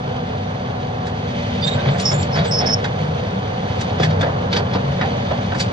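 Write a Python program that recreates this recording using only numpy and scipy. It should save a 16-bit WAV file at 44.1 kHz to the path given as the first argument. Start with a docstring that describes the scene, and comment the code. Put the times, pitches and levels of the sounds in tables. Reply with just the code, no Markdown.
"""Tracked excavator on stony ground

The diesel drones at a governed speed and sags under hydraulic load: tones locked to the crank, and noise
pulsed by its firings. The hull rumbles, booms and lurches as filtered noise and short low notes.
Creeping tracks clank as noise struck through steel modes, and squeal as wavering stick-slip tones.
Soil crunches and oil hisses as grainy noise; a microphone pair hears it all, with ground scatter."""
import sys
import numpy as np
from scipy import signal
from scipy.fft import rfft, irfft
from scipy.io import wavfile
from scipy.ndimage import uniform_filter1d

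SR = 44100
rng = np.random.default_rng(int(sys.argv[2]) if len(sys.argv) > 2 else 0)


def int16_out(signal):
    """Quantize to a 16-bit WAV file."""
    q = np.round(np.clip(np.atleast_2d(signal).T, -1, 1) * 32767)
    wavfile.write(sys.argv[1], SR, q.astype(np.int16))


N = 252252
TIME = np.arange(N) / SR
BINS = np.arange(N // 2 + 1) * SR / N

# Crankshaft speed. Each row: time in seconds, speed in turns per second.
CRANK_SPEED = [(0, 32.9), (1.1, 32.87), (1.4, 32.1), (2.2, 32.3), (2.4, 31.9), (2.7, 32.5), (3, 32.8),
               (3.6, 32.9), (4.3, 32.1), (4.95, 31.55), (5.4, 32)]
GOVERNED_HZ, FULL_SAG_HZ = 32.9, 0.7  # speed running free; sag that counts as full load
# Pitches of the engine, fan and pump tones. Each entry: multiple of the crank speed.
TONE_MULTIPLES = [1.25, 3, 4, 6, 18, 20.6, 22.5, 24, 30]
# Strengths of those tones in the same order. Each row: level in dB running free, level in dB under load.
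TONE_LEVELS = [(-48, -47), (-33.5, -30), (-39, -38), (-40, -37), (-55, -37.5), (-47, -54), (-38.3, -46),
               (-48, -48), (-50, -56)]
# Work of the machine, two pushes with a lull between.
# Each row: time in seconds, engine clatter in dB, grit and oil hiss in dB (both before a fixed trim).
WORK = [(0, -33.5, -41.5), (1.1, -33, -42), (1.45, -32.5, -36.5), (1.75, -30.5, -36), (2.6, -30, -38),
        (3.45, -32.5, -40), (3.75, -31, -38), (4.15, -29, -39.5), (4.6, -30, -41), (4.95, -31, -37.5),
        (5.72, -31, -38.5)]
CLATTER_TRIM_DB, GRIT_TRIM_DB = 1.5, -1.5
FIRINGS_PER_TURN = 3
# Low hum geared to the crank. Each row: time in seconds, level in dB, level of its octave in dB.
HUM_LEVELS = [(0, -35.5, -42), (1.2, -35, -41.5), (1.4, -29, -39), (1.75, -34, -48), (2.4, -37.5, -42.5),
              (3, -47, -36.5), (3.8, -51, -38.5), (4.1, -38.5, -42.5), (5.1, -38.5, -42.5),
              (5.4, -31.5, -47), (5.72, -40, -42)]
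HUM_MULTIPLE = 7.5  # pitch over crank speed

# Spectrum of the engine's clatter. Each row: frequency in Hz, relative level in dB.
CLATTER_COLOUR = [(250, -6), (330, -5.5), (400, 0), (470, 3.5), (600, 0), (780, -1), (950, -5),
                  (1300, -11.5), (1700, -14), (2200, -29), (3000, -24.5)]
# Spectrum of the shaken hull. Each row: frequency in Hz, relative level in dB.
RUMBLE_COLOUR = [(25, -33.5), (45, -30), (65, -14), (88, -3), (140, -2), (195, -4), (225, -10.5),
                 (270, -13), (330, -28)]
# Hollow boom of the hull when shaken hard. Each row: frequency in Hz, relative level in dB.
BOOM_COLOUR = [(115, -16), (135, -2.5), (155, 17.5), (180, -20.5)]
# Spectrum of crunching soil and hissing oil. Each row: frequency in Hz, relative level in dB.
HISS_COLOUR = [(1500, -4), (2100, 4), (2800, 1.5), (3000, 4.5), (3700, 4.5), (3950, -0.5), (4650, 1.5),
               (5000, -7), (6400, -8), (7000, -20.5), (8600, -27.5), (9300, -38.5), (10500, -58)]
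# Spectrum of a struck track shoe. Each row: frequency in Hz, relative level in dB.
SHOE_COLOUR = [(250, -3.5), (400, -2.5), (520, -3.5), (780, -0.5), (1100, -7.5), (1600, 6.5), (2300, 3.5),
               (2900, -3), (3700, -0.5), (5000, -4), (6300, -7.5), (8000, -16.5), (11000, -42)]
# hull rumble: its level at an easy clatter level, and its rise in dB per dB of clatter
EASY_CLATTER_DB, EASY_RUMBLE_DB, RUMBLE_RISE = -33.5, -27, 1.21

# Hull lurches as the tracks take the weight.
# Each row: time of the height in seconds, half length in seconds, pitch in Hz, level in dB at the height.
LURCHES = [(1.691, .03, 149.4, -22), (1.761, .025, 131, -21.5), (1.892, 0.034, 134.2, -14),
           (1.954, .025, 182.8, -21.5), (2.158, 0.04, 145, -20.5), (2.217, .025, 100.1, -20.5),
           (2.413, 0.034, 158.4, -17), (2.654, .03, 96.6, -21), (3.06, 0.071, 150.8, -21.5),
           (3.38, 0.022, 195, -24), (4.128, 0.13, 158.3, -19), (4.208, 0.049, 96, -22.5),
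           (4.775, 0.023, 189.8, -21), (4.902, 0.094, 139, -22), (5.678, .011, 104, -19.5)]
LURCH_WOBBLE = 0.5  # radians of phase wander

# Track-shoe blows, from dull thuds to bright steel clinks. Each row: time in seconds, body thud in dB,
# steel ring in dB, bright edge in dB, tilt of the ring in dB per octave, rise in seconds,
# t60 of ring and edge in seconds.
CLANKS = [(1.067, -36, -34.5, -38, -7, .003, 0.11), (1.674, -39, -31, -30.5, -1, .003, 0.087),
          (1.858, -22.5, -29.5, -47, -1, 0.0018, .1), (1.882, -25, -28.5, -50, -5, 0.0016, 0.12),
          (1.945, -35.5, -31.5, -53, -9, .002, 0.11), (1.997, -33.5, -26.5, -25.5, 3, .0033, 0.081),
          (2.116, -22.5, -30.5, -48, -4, 0.0011, .17), (2.228, -37, -31.5, -34.5, 8, 0.001, 0.045),
          (2.358, -21.5, -26, -37, 4, .006, 0.23), (2.383, -29, -25.5, -44, 0.5, .003, 0.15),
          (2.446, -28, -27.5, -36, -1.5, 0.0039, 0.14), (2.603, -20.5, -28.5, -49, -1, 0.0076, 0.23),
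          (2.64, -27.5, -31, -49, 1, .003, 0.11), (2.677, -29.5, -29, -44, 1, .007, .12),
          (2.843, -26, -27.5, -36.5, -0.5, 0.00054, .11), (3.81, -36, -30.5, -30, -2, 0.0011, .065),
          (3.999, -20, -27, -39, 3.5, .0008, .12), (4.03, -19.5, -20, -27.5, 2, 0.0038, 0.11),
          (4.103, -31, -33, -46, 5, 0.0014, 0.13), (4.21, -28.5, -27.5, -36, 5, 0.0016, 0.11),
          (4.227, -19, -27.5, -50, -3, 0.0025, 0.15), (4.258, -25, -38, -55, -10, .005, 0.22),
          (4.528, -22, -21.5, -33, 2.5, 0.00065, .11), (4.563, -19, -19.5, -28.5, 5.5, .003, 0.089),
          (4.592, -24.5, -39, -48, 0, 0.0022, 0.085), (4.734, -30, -28, -49, 4, .002, 0.096),
          (4.749, -18.5, -30, -52, 0, .0015, .12), (5.011, -21, -24.5, -43, 0, 0.0019, .14),
          (5.047, -26, -40, -59, 5, 0.0024, 0.21), (5.311, -19.5, -33.5, -57, -4, 0.00036, 0.11),
          (5.519, -25.5, -33, -52, -1, 0.00068, .07), (5.546, -28, -32.5, -40, -4, .002, 0.11),
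          (5.599, -29, -22, -22, 2.5, 0.0044, 0.11)]
# Modes of the track frame. Each row: frequency in Hz, width in Hz, relative level in dB.
FRAME_MODES = [(507, 77, 0), (678, 85, -3.5), (1744, 550, -9), (3126, 110, -2), (3390, 220, 1.5),
               (3806, 61, 0), (4520, 120, -2.5), (4700, 58, 3.5), (5530, 61, -3.5), (7050, 60, -1)]
BODY_HOLD = 1.48  # body t60 over steel t60
HALO_DB, HALO_S = -9.5, 0.015  # soft noise around contact, its fade on either side
CRACK_DB, CRACK_S = -13.5, 0.00073  # hard first contact over the blow, its fade
KNOCK_DB, KNOCK_RISE_S = 17.5, 0.002  # impulse for an instant rise; a slower rise weakens it
EDGE_HZ, EDGE_OCTAVES_PER_DB = 13700, 0.1  # edge's top when level with the ring; drops as it weakens
SCATTERED_CLANK_DB = -8  # clanks that come back off the stony ground from all round

# Shoes and pins left ringing by the hardest blows. Each row: time in seconds, pitch in Hz, level in dB.
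RINGS = [(4.0, 3640, -32.5), (4.034, 5620, -36), (4.212, 3560, -27.5), (4.531, 3930, -32),
         (4.565, 4560, -25), (4.567, 5150, -30.5), (4.735, 5130, -43), (5.013, 3680, -35),
         (5.604, 4360, -26.5)]
RING_T60_S, RING_SPLIT_HZ = 0.11, 33

# Dry steel squeals and groans. Each row: start in seconds, length in seconds, pitch in Hz, level in dB,
# roughness from 0 to 1, rise in seconds, left minus right in dB.
SQUEALS = [(1.616, .034, 4700, -28.5, .25, .005, -2), (1.626, .031, 3600, -22.5, .32, .004, -13),
           (1.668, .026, 3710, -24.5, .55, .002, -9), (1.64, .048, 7390, -39, .5, .018, -1),
           (1.703, .04, 3745, -34, .6, .003, -6), (1.785, .028, 3720, -40, .7, .004, -6),
           (1.705, .045, 7420, -46, .4, .015, -1), (1.76, .05, 1545, -36.5, .8, .01, 0),
           (1.905, .045, 7550, -53, .4, .012, 0), (1.93, .07, 700, -31, .2, .008, 0),
           (1.998, .025, 9550, -54, .8, .004, 0), (2.005, .09, 7140, -41, .45, .015, 7),
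           (2.015, .03, 5460, -36, .5, .005, -2), (2.053, .055, 5345, -19, .45, .0006, -3),
           (2.1, .07, 7130, -36, .65, .012, -6), (2.112, .017, 5400, -28, .6, .004, -3),
           (2.175, .048, 7270, -33, .33, .018, -6), (2.315, .016, 5290, -37, .5, .006, -1),
           (2.33, .028, 5240, -29.5, .45, .004, -1), (2.455, .045, 7740, -42, .55, .014, 0),
           (2.508, .107, 5300, -22.3, .48, .005, -2), (2.657, .027, 5320, -23.5, .65, .004, -3),
           (2.686, .036, 5270, -20.5, .36, .003, -3), (2.72, .025, 5370, -17.5, .42, .003, -3)]
SQUEAL_SAG = 0.0091  # share by which the pitch dips midway, while the grip is firmest
SLIP_RISE, SLIP_S = 0.0054, 0.011  # share of the pitch flick as the grip lets go, its half length
RASP, RASP_HZ = 0.71, 993  # flutter depth of a fully rough squeal, flutter rate
OCTAVE_DB, SQUEAL_LEAD = -51.5, 1  # faint second harmonic; radians of lead at the right port

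# Likeness of the two ports. Each row: frequency in Hz, direct share from 0 to 1.
DIRECT_SHARE = [(500, 0.8), (1000, 0.4), (2000, 0.6), (4000, 0.7)]
# Width of the microphone pair. Each row: frequency in Hz, side minus mid in dB.
STEREO_WIDTH = [(40, -19.5), (90, -13.5), (180, -36.5), (310, -1), (520, 0), (900, 3.5), (1550, 3.5),
                (2670, 3), (4590, -3), (7900, 2)]
# Balance of the microphone pair. Each row: frequency in Hz, left minus right in dB.
STEREO_LEAN = [(60, -0.5), (300, 2.5), (520, -0.5), (1550, -2), (4590, -3), (7900, 5)]
PORT_LAG_S, SCATTER_S = 0.00025, 0.018  # sets the phase lag; fade of the ground echoes
TOP_HZ = 11200


def undb(db):
    """Decibel law: twenty decibels to each tenfold amplitude."""
    return 10 ** (np.asarray(db) / 20)


def unit(x):
    """Normalization: scale to rms 1."""
    return x / np.sqrt(np.mean(x ** 2))


def curves(table):
    """Linear interpolation: each column of a timed table, sample by sample."""
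    s, *columns = np.transpose(table)
    return [np.interp(TIME, s, c) for c in columns]


def across(points, hz=BINS):
    """Logarithmic pitch scale: read (Hz, value) points on a log-frequency axis."""
    f, value = np.transpose(points)
    return np.interp(np.log(hz + 1), np.log(f), value)


def colour(x, db):
    """Minimum-phase filtering: fold the cepstrum of a dB spectrum to make the response causal."""
    cepstrum = irfft(np.log(undb(db)), N)
    cepstrum[1:N // 2] *= 2
    cepstrum[N // 2 + 1:] = 0
    return irfft(rfft(x) * np.exp(rfft(cepstrum)), N)


def skirts(points):
    """Band limitation: a dB spectrum falls 30 dB per octave beyond its ends, by 60 dB at most."""
    outside = np.log2(np.clip(BINS + 1, points[0][0], points[-1][0]) / (BINS + 1))
    return across(points) - np.minimum(30 * np.abs(outside), 60)


def walk(rate, size=N):
    """Band-limited modulation: a smooth random wander of rms 1."""
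    place = np.arange(size) * 6 * rate / SR
    draws = rng.standard_normal(int(place[-1]) + 12)
    knots = np.convolve(draws, np.hanning(11), "valid")
    return unit(np.interp(place, np.arange(len(knots)), knots))


def grains(spread_db):
    """Granular noise: dense tiny impacts of unequal size."""
    return unit(rng.standard_normal(N) * undb(spread_db * walk(980)))


def steady(x, size=4000):
    """Inertial averaging: even out the level over a sliding window of samples."""
    return x / np.sqrt(uniform_filter1d(x ** 2, size=size))


def engine(crank_hz, turns):
    """Order-locked tones: multiples of crank speed, rebalanced as load pulls the speed down."""
    load = np.clip((GOVERNED_HZ - crank_hz) / FULL_SAG_HZ, 0, 1)
    out = 0
    for multiple, (free_db, load_db) in zip(TONE_MULTIPLES, TONE_LEVELS):
        phase = 2 * np.pi * (multiple * turns + rng.random()) + .1 * walk(5)
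        waver_db = .8 * walk(4)
        level_db = free_db + load * (load_db - free_db) + waver_db
        out = out + np.sqrt(2) * np.sin(phase) * undb(level_db)
    return out


def clatter(turns, level_db):
    """Combustion knock: each firing pulses grainy noise, over the steady rush of the fan."""
    since_firing = turns * FIRINGS_PER_TURN % 1
    knock = 1 + .5 * np.exp(-since_firing / 0.2)
    flutter_db = .5 * walk(12)
    noise = unit(colour(grains(0.45) * knock, skirts(CLATTER_COLOUR)))
    return noise * undb(level_db + CLATTER_TRIM_DB + flutter_db)


def hum(turns):
    """Harmonic exchange: a geared tone swells at times and nearly vanishes in the lull for its octave."""
    level_db, octave_db = curves(HUM_LEVELS)
    phase = 2 * np.pi * HUM_MULTIPLE * turns + .1 * walk(5)
    return np.sqrt(2) * (np.sin(phase) * undb(level_db) + np.sin(2 * phase) * undb(octave_db))


def effort_shake(clatter_db):
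    """Forced vibration: the level of the hull's shaking grows with the engine's effort."""
    return EASY_RUMBLE_DB + RUMBLE_RISE * (clatter_db - EASY_CLATTER_DB)


def rumble(turns, level_db):
    """Forced resonance: uneven firings and grinding tracks shake the hull, and hard shaking booms."""
    fired = np.diff(np.floor(turns * FIRINGS_PER_TURN), prepend=0)
    firings = unit(fired * (1 + 1.2 * rng.standard_normal(N)))
    drive = 0.21 * firings + rng.standard_normal(N)
    # a heavy body averages its drive over several firings
    hull = steady(colour(drive, skirts(RUMBLE_COLOUR)))
    boom = steady(colour(rng.standard_normal(N), skirts(BOOM_COLOUR)))
    # the harder the shaking, the more of its power goes into the boom
    boom_share = np.clip((level_db + 23.5) / 11, 0, .8)
    return (hull * np.sqrt(1 - boom_share) + boom * np.sqrt(boom_share)) * undb(level_db)


def lurches():
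    """Transient hull resonance: each lurch swells and dies on one low, unsteady note."""
    out = 0
    for s, half, pitch_hz, db in LURCHES:
        swell = undb(db) * np.exp(-((TIME - s) / half) ** 2)
        phase = 2 * np.pi * pitch_hz * TIME + LURCH_WOBBLE * walk(25)
        out = out + np.sqrt(2) * swell * np.sin(phase)
    return out


def clanks(size=16384):
    """Modal impact: steel chatters and rings a random mix of frame modes; the body holds longest."""
    hz = np.arange(size // 2 + 1) * SR / size
    lead = SR // 20  # room for the soft noise before contact
    age = (np.arange(size) - lead) / SR
    modes = np.array([undb(db) / (1 + 2j * (hz - mode_hz) / width) for mode_hz, width, db in FRAME_MODES])
    halo = undb(HALO_DB) * np.exp(-np.abs(age) / HALO_S)
    crack = 1 + undb(CRACK_DB) * np.exp(-np.abs(age) / CRACK_S)
    out = np.zeros(N + size)
    for s, thud_db, ring_db, edge_db, tilt_db, rise, t60 in CLANKS:
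        start = int(s * SR) - lead
        attack = 1 - np.exp(-np.maximum(age, 0) / rise)
        signs = rng.choice([-1, 1], len(FRAME_MODES))
        struck = 2.4 * signs * rng.uniform(.4, 1.2, len(FRAME_MODES))
        response = undb(across(SHOE_COLOUR, hz)) * (1 + struck @ modes)
        knock = (age == 0) * undb(KNOCK_DB) * np.exp(-rise / KNOCK_RISE_S)
        top_hz = EDGE_HZ * 2 ** (EDGE_OCTAVES_PER_DB * (edge_db - ring_db))
        # body, ring and edge: low Hz, high Hz, dB, dB per octave, t60 in s
        registers = [(298, 1047, thud_db, 0, BODY_HOLD * t60),
                     (1150, 4880, ring_db, tilt_db, t60),
                     (4450, top_hz, edge_db, 0, t60)]
        for low_hz, high_hz, gain_db, slope_db, decay in registers:
            blow = attack * np.exp(-np.log(1000) * np.abs(age) / decay) * crack
            # a rapid string of small contacts, uneven in size
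            contacts = rng.standard_normal(size) * undb(2.0 * walk(400.0, size=size))
            chatter = steady(contacts, size=600)
            edges = np.sqrt(1 + (low_hz / (hz + 30)) ** 10 + (hz / high_hz) ** 10)
            band = response * undb(slope_db * np.log2(hz + 1)) / edges
            band /= np.sqrt(np.mean(np.abs(band) ** 2))
            force = knock + chatter * (halo + blow)
            out[start:start + size] += undb(gain_db) * irfft(rfft(force) * band)
    return out[:N]


def rings():
    """Beating of near-degenerate modes: a struck shoe or pin rings as a close pair of tones."""
    out = np.zeros(N + SR)
    age = TIME[:SR // 4]
    decay = np.exp(-np.log(1000) * age / RING_T60_S)
    for s, pitch_hz, db in RINGS:
        start = int(s * SR)
        main = np.sin(2 * np.pi * pitch_hz * age)
        partner = .5 * np.sin(2 * np.pi * (pitch_hz + RING_SPLIT_HZ) * age)
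        out[start:start + len(age)] += undb(db) * (main + partner) * decay
    return out[:N]


def squeals():
    """Stick-slip friction: a steel mode swells, wavers, lets go and rings out; a slow rise leaves softly."""
    out = np.zeros((2, N))
    age = TIME[:SR // 4]
    size = len(age)
    for s, length, pitch_hz, db, rough, rise, pan_db in SQUEALS:
        start = int(s * SR)
        sag = SQUEAL_SAG * (np.sin(np.pi * np.minimum(age / length, 1)) - .5)
        slip = SLIP_RISE * np.exp(-((age - length) / SLIP_S) ** 2)
        hz = pitch_hz * (1 - sag + slip + .011 * rough * walk(200, size=size))
        phase = 2 * np.pi * np.cumsum(hz) / SR
        after = np.maximum(age - length, 0)
        release = .86 * np.exp(-after / (.001 + .6 * rise))
        ring_out = .14 * np.exp(-after * pitch_hz / 160)
        grip = (1 - np.exp(-age / rise)) * (release + ring_out)
        swing = grip * undb(db + 4 * rough * walk(130, size=size))
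        octave = undb(OCTAVE_DB) * np.sin(2 * phase)
        sides = undb([pan_db / 2, -pan_db / 2])
        for port, gain in enumerate(unit(sides)):
            # a fast random flutter roughens the tone
            flutter = walk(RASP_HZ, size=size) + 1j * walk(RASP_HZ, size=size)
            carrier = np.exp(1j * (phase + port * SQUEAL_LEAD))
            tone = np.imag((1 + RASP * rough * flutter) * carrier) + octave
            out[port, start:start + size] += np.sqrt(2) * gain * swing * tone
    return out


def grit(level_db):
    """Granular friction: soil crunches under the shoes, with the hiss of oil in the valves."""
    crunch = unit(grains(0.68) * undb(1.0 * walk(90)))
    flutter_db = .6 * walk(20)
    return unit(colour(crunch, skirts(HISS_COLOUR))) * undb(level_db + GRIT_TRIM_DB + flutter_db)


def ports(x, diffuse):
    """Interaural phase and scattering: the machine stands to the right, the diffuse sound all round."""
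    # the left port lags below 2 kHz; above, the sign of the phase difference alternates
    phase_side = np.tanh(4 * np.sin(2 * np.pi * BINS * PORT_LAG_S))
    lagging = np.clip(across(DIRECT_SHARE), 0, .95) * phase_side
    echoes = rng.standard_normal(N) * np.exp(-TIME / SCATTER_S)
    scatter = .6 * rfft(echoes) / np.sqrt(np.sum(echoes ** 2))
    mid = rfft(x)
    around = np.sqrt(1 - lagging ** 2) * (mid * scatter + rfft(diffuse))
    side = undb(across(STEREO_WIDTH)) * (around - 1j * lagging * mid)
    lean = undb(across(STEREO_LEAN) / 2)
    return irfft(np.array([(mid + side) * lean, (mid - side) / lean]), N)


def scene():
    """Superposition: machine and tracks, with a diffuse copy of clatter, grit and clanks; squeals join last."""
    crank_hz, = curves(CRANK_SPEED)
    clatter_db, grit_db = curves(WORK)
    turns = np.cumsum(crank_hz) / SR
    machine = engine(crank_hz, turns) + clatter(turns, clatter_db) + hum(turns)
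    hull = rumble(turns, effort_shake(clatter_db)) + lurches()
    tracks = clanks() + rings() + grit(grit_db)
    # fresh random draws, so the diffuse sound is unlike the direct
    diffuse = clatter(turns, clatter_db) + grit(grit_db) + undb(SCATTERED_CLANK_DB) * clanks()
    return ports(machine + hull + tracks, diffuse) + squeals()


def record(dry):
    """Low-pass filtering: a steep elliptic filter cuts the extreme treble."""
    return signal.sosfilt(signal.ellip(8, .2, 80, TOP_HZ, fs=SR, output="sos"), dry)


dry = scene()
out = record(dry)
int16_out(out)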